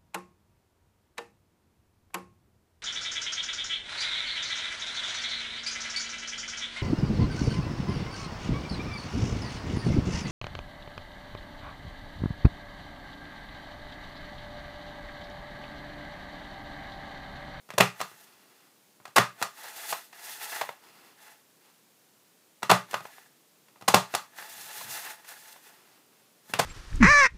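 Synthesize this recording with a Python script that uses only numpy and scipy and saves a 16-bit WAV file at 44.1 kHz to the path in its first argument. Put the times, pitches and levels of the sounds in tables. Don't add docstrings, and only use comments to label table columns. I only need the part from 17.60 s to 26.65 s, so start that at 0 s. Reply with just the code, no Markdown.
import sys
import numpy as np
from scipy import signal
from scipy.fft import rfft, irfft, next_fast_len
from scipy.io import wavfile
from scipy.ndimage import uniform_filter1d

SR = 44100
rng = np.random.default_rng(int(sys.argv[2]) if len(sys.argv) > 2 else 0)


def dump(signal):
    limited = np.clip(np.atleast_2d(signal).T, -1, 1)
    pcm = np.round(limited * 32767).astype(np.int16)
    wavfile.write(sys.argv[1], SR, pcm)


N = 399105
TIME = np.arange(N) / SR
BANDS_HZ = 150 * 2 ** (np.arange(14) / 2)

# (time [s], level [dB], crack [dB], strongest pitch [Hz], level of the blade coming free [dB])
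RELEASES = [(0.4125, -35, -4, 1193, -37.5), (1.825, -30.5, -1.5, 1320, -36.5),
            (5.3411, -29.5, -12, 1070, -43), (6.5488, -29, -1, 970, -34)]


def blade():
    # (time [s], duration [s], level [dB], thump [dB], crack [dB], strongest pitch [Hz])
    cuts = [(0.1794, 0.011, -24.5, -7, -3.5, 648), (1.5592, .016, -21.5, -17.5, -3, 1200),
            (1.568, 0.016, -22, -17.5, -11.5, 1150), (5.0943, .019, -18.5, -13, -10, 1124),
            (6.2778, .017, -23, -12, -0.5, 859), (8.9883, 0.019, -23, -8.5, -5, 675)]
    return blows(cuts, shear, ring_db=-6, pitch_boost_db=7.5, room_db=-6.5)


def button():
    # (time [s], level [dB], thump [dB], crack [dB], strongest pitch [Hz])
    slack_clicks = [(.089, -56.5, -1, -9.5, 1280), (0.1033, -42.5, -21, -10, 2000), (.137, -50, 3, -9, 604),
                    (.514, -62, -1, -12, 1300), (1.400, -62, -2, -24.5, 1000), (1.4537, -46, -29, -8, 1300),
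                    (1.478, -56, -6, -6, 743), (5.022, -52, -8, -11, 995),
                    (5.0295, -33.5, -10.5, -7.5, 1198), (5.3103, -53, -9, 6, 3020),
                    (5.405, -52, -4, -8, 700), (6.083, -65, -15, -8, 2400), (6.159, -61.5, -8, -22.5, 998),
                    (6.211, -57.5, -8.5, -2.5, 803), (6.222, -52, -3, -8.5, 840),
                    (8.896, -60.5, 8, -3.5, 704), (8.936, -29.5, -11, -8, 2730)]
    # (time [s], contact time [s], level [dB], crack [dB], strongest pitch [Hz])
    landings = [(.201, 0.003, -22.5, -15, 801), (0.2067, 0.0011, -19, -5.5, 2316),
                (1.5812, 0.0017, -18, -10.5, 1450), (5.1128, 0.0013, -21, -4, 700),
                (5.117, .0015, -20.5, -15, 1050), (6.3402, 0.00052, -27, -14, 607),
                (6.3434, .0011, -16.5, -4, 900)]
    clicks = [(s, .0016, db, thump, crack, hz) for s, db, thump, crack, hz in slack_clicks]
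    slams = [(s, contact, db, -8, crack, hz) for s, contact, db, crack, hz in landings]
    stops = [(s, .0017, db, -17, crack, hz) for s, db, crack, hz, _ in RELEASES]
    frees = [(s - .0098, .0018, free_db, -10.5, -10.5, 720) for s, *_, free_db in RELEASES]
    return (blows(slams, knock, ring_db=-3.5, pitch_boost_db=7, room_db=-6)
            + blows(stops, knock, ring_db=-5, pitch_boost_db=7.5, room_db=-8)
            + blows(clicks + frees, knock, ring_db=-6, pitch_boost_db=5, room_db=-6))


def spring(size=8192):
    # (pitch [Hz], level compared with the stop's crack [dB])
    coil_tones = [(4400, -9.5), (7300, -16)]
    out, t = np.zeros(N), np.arange(size) / SR
    for s, stop_db, crack_db, *_ in RELEASES:
        for hz, db in coil_tones:
            close_hz = hz * (1 + .02 * rng.standard_normal((3, 1)))
            waves = np.sin(2 * np.pi * (close_hz * t + rng.random((3, 1))))
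            ping = unit(waves.sum(axis=0)) * die_away(t, fade_s=.17)
            add(out, s, undb(stop_db + crack_db + db) * ping)
    return out


def rail_taps():
    # (time [s], contact time [s], level [dB], crack [dB], strongest pitch [Hz])
    touches = [(2.036, 0.008, -51, -17, 680), (2.3248, 0.0034, -31, -11, 1010),
               (2.528, .0028, -52.5, -8, 1900), (3.0118, 0.0029, -30, -13, 736),
               (3.090, 0.0017, -37.5, -22.5, 679), (5.453, 0.0014, -45, -22.5, 788),
               (5.582, .0013, -55.5, -29, 800), (6.784, 0.0021, -46, -15, 1720),
               (6.823, .003, -48, -10, 1600), (7.210, 0.0034, -48, 0, 796), (7.645, 0.0036, -59, 0, 1700),
               (7.958, .0029, -57.5, -18, 700)]
    thump_db = -25.5
    taps = [(s, contact, db, thump_db, crack, hz) for s, contact, db, crack, hz in touches]
    return blows(taps, knock, ring_db=-14, pitch_boost_db=7.5, room_db=-7.5)


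def sliding_card():
    # (time of full speed [s], hold [s], hiss level [dB], scrape level [dB])
    pushes = [(.49, 0.14, -58.5, -60), (1.98, 0.12, -49, -52.5), (2.055, 0.017, -52, -43.5),
              (2.17, 0.11, -42, -46.5), (2.295, 0.01, -35.5, -45.5), (2.56, 0.063, -54.5, -53),
              (2.645, 0.094, -43, -47.5), (2.82, 0.074, -41.5, -44), (2.925, 0.071, -41.5, -40.5),
              (3.615, 0.092, -56.5, -55), (5.44, .17, -58.5, -58.5), (6.785, 0.062, -48.5, -46),
              (6.9, 0.078, -46.5, -52), (7.01, .11, -45, -50), (7.15, 0.077, -42.5, -47),
              (7.31, .065, -38.5, -44), (7.44, 0.051, -45.5, -43), (7.69, 0.033, -48.5, -48.5),
              (7.78, 0.053, -55.5, -65.5), (7.86, 0.076, -54, -56), (8.05, 0.046, -55.5, -58.5),
              (8.9, 0.015, -54.5, -56.5)]
    # (pitch [Hz], level [dB])
    hiss_tone = [(500, -17), (2000, -5), (3700, -1.5), (5200, -2), (8000, -2.5), (12000, -2), (15500, -4.5)]
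    # (pitch [Hz], level [dB])
    scrape_tone = [(120, -32), (300, -18), (420, -7), (600, -10), (860, 1.5), (1050, -6), (1400, -2),
                   (1800, -0.5), (2600, -7), (4000, -12.5), (9000, -23)]
    # (pitch [Hz], width [Hz], boost [dB])
    edge_peaks = [(677, 26.6, 12), (864.4, 22, 9), (1766, 120, 5.5)]
    drag_s, drag_hiss_db, drag_scrape_db = .015, -51, -47.5
    blade_drags = [(s - drag_s, drag_s, drag_hiss_db, drag_scrape_db) for s, *_ in RELEASES]
    slides = list(pushes) + blade_drags
    hiss = colour(friction(grain_db=2.5, flutter_db=1.44, flutter_hz=63), hiss_tone)
    scrape = colour(friction(grain_db=3, flutter_db=2, flutter_hz=64), scrape_tone, edge_peaks)
    return hiss * strokes(slides) + scrape * strokes(slides, level_column=3)


def fingers():
    # (time of full speed [s], hold [s], level [dB])
    rubs = [(.67, 0.39, -62.5), (3.24, 0.26, -58), (4.03, .07, -64.5), (8.13, 0.25, -62.5),
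            (8.52, .1, -68.5)]
    # (pitch [Hz], level [dB])
    rub_tone = [(100, -15), (220, -6), (380, -2), (550, -8), (800, -1.5), (1700, -5), (3000, -7.5),
                (3800, -12), (4900, -8.5), (6000, -15.5), (15000, -16.5)]
    return colour(friction(grain_db=3, flutter_db=1, flutter_hz=44), rub_tone) * strokes(rubs)


def flapping_card():
    # (time of full speed [s], hold [s], level [dB])
    flaps = [(6.99, .015, -62), (7.23, 0.053, -58)]
    # (pitch [Hz], level [dB])
    flap_tone = [(70, -28.5), (115, 2), (160, -2.5), (300, -13), (900, -39)]
    return colour(rng.standard_normal(N), flap_tone) * strokes(flaps)


def table_echoes(x, echo_db, size=882):
    t = np.arange(size) / SR
    bounces = rng.standard_normal(size) * knock(t, .002)
    treble = signal.sosfilt(signal.butter(4, 1400, "high", fs=SR, output="sos"), bounces)
    return x + undb(echo_db) * signal.oaconvolve(x, unit(treble) / np.sqrt(size))[:N]


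def background():
    # (pitch [Hz], level [dB])
    hush_tone = [(40, -10), (80, -13.5), (120, -6.5), (180, -2), (400, -2.5), (700, -7), (1800, -11),
                 (15000, -14)]
    return undb(-62.5) * colour(rng.standard_normal(N), hush_tone)


def blows(hits, force, ring_db, pitch_boost_db, room_db, size=12288):
    # (pitch [Hz], level [dB])
    board_tones = [(121, 3), (183, 7.5), (410, -1.5), (594, -4), (678, -5.5), (865, -8.5), (1085, -5.5),
                   (1186, 1), (1241, -0.5), (1414, -8), (1834, -7.5), (1926, -8.5), (2483, -11.5)]
    # (pitch [Hz], time to fade by 60 dB [s])
    room_fades = [(120, 0.2), (500, 0.14), (1200, 0.23), (7000, 0.24), (14000, .22)]
    out, t = np.zeros(N), np.arange(size) / SR
    board_hz, board_db = np.transpose(board_tones)
    ring_fade = die_away(t, fade_s=.23)
    room_fade = die_away(t, at(BANDS_HZ, room_fades)[:, None])
    echo_db = room_db + at(BANDS_HZ, [(150, 3.5), (450, -.4), (4000, 1.74), (14000, -.9)])
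    for s, length, db, thump_db, crack_db, hz in hits:
        tone = [(170, thump_db + 2.5), (300, thump_db - 9), (440, thump_db / 2 + 1),
                (750, 0), (2200, -2.5), (7500, crack_db), (14000, crack_db - 4)]
        favoured = np.exp(-(np.log2(BANDS_HZ / hz) / .38) ** 2)
        band_db = db + at(BANDS_HZ, tone) + pitch_boost_db * favoured - 5
        push = force(t, length)
        burst = undb(band_db) @ even(noise_bands(size) * push)
        build_up = np.cumsum(push) / push.sum()
        echoes = undb(band_db + echo_db) @ even(noise_bands(size) * room_fade * build_up)
        detuned_hz = board_hz * (1 + .006 * rng.standard_normal(len(board_hz)))
        waves = np.sin(2 * np.pi * (detuned_hz[:, None] * t + rng.random((len(board_hz), 1))))
        ring = undb(ring_db + board_db + np.interp(board_hz, BANDS_HZ, band_db)) @ waves
        add(out, s, burst + echoes + ring * ring_fade * build_up)
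    return out


def shear(t, duration):
    bite = np.sin(np.pi * np.minimum(t / duration, 1) ** .85) ** 2
    return bite + .45 * knock(t, duration / 10)


def knock(t, contact):
    return t / contact * np.exp(-t / contact)


def friction(grain_db, flutter_db, flutter_hz):
    catches = rng.standard_normal(N) * undb(grain_db * np.minimum(rng.exponential(size=N), 6))
    step = int(SR / flutter_hz)
    jumps = np.repeat(rng.standard_normal(N // step + 1), step)
    pressure = unit(uniform_filter1d(jumps, step))[:N]
    return catches * undb(flutter_db * pressure)


def strokes(moves, level_column=2):
    swell_db_per_s, fade_db_per_s = 300, 142
    power = np.zeros(N)
    for move in moves:
        t, hold = TIME - move[0], move[1]
        below_db = swell_db_per_s * np.maximum(-t, 0) + fade_db_per_s * np.maximum(t - hold, 0)
        heard = below_db < 60
        power[heard] += undb(move[level_column] - below_db[heard]) ** 2
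    return np.sqrt(power)


def colour(x, tone, peaks=()):
    size = next_fast_len(len(x))
    hz = np.arange(size // 2 + 1) * SR / size
    peak_db = sum(boost / (1 + (2 * (hz - pitch) / width) ** 2) for pitch, width, boost in peaks)
    spectrum = rfft(x, size) * undb(at(hz, tone) + peak_db)
    return unit(irfft(spectrum, size)[:len(x)])


def noise_bands(size):
    hz = np.arange(size // 2 + 1) * SR / size
    octaves_away = np.abs(np.log2(hz + 1) - np.log2(BANDS_HZ)[:, None])
    share = np.maximum(1 - 2 * octaves_away, 0)
    return irfft(rfft(rng.standard_normal(size)) * share, size)


def even(bands):
    return bands / np.sqrt(np.sum(bands ** 2, axis=1, keepdims=True) / (SR / 100))


def die_away(t, fade_s):
    return np.exp(-np.log(1000) * t / fade_s)


def at(hz, points):
    pitch, value = np.transpose(points)
    return np.interp(np.log(hz + 1), np.log(pitch), value)


def undb(db):
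    return 10 ** (np.asarray(db) / 20)


def unit(x):
    return x / np.sqrt(np.mean(x ** 2))


def add(track, s, sound):
    start = int(s * SR)
    track[start:start + len(sound)] += sound[:N - start]


def scene():
    punch = blade() + button() + spring()
    card = rail_taps() + sliding_card() + fingers() + flapping_card()
    return (table_echoes(punch + card, echo_db=-10.5) + background())[None]


def record(dry):
    no_rumble = signal.sosfilt(signal.butter(6, 98, "high", fs=SR, output="sos"), dry)
    rounded = no_rumble / (1 + (no_rumble / .9) ** 4) ** .25
    return signal.sosfilt(signal.ellip(10, .2, 70, 15500, fs=SR, output="sos"), rounded)


dry = scene()
out = record(dry)
dump(out)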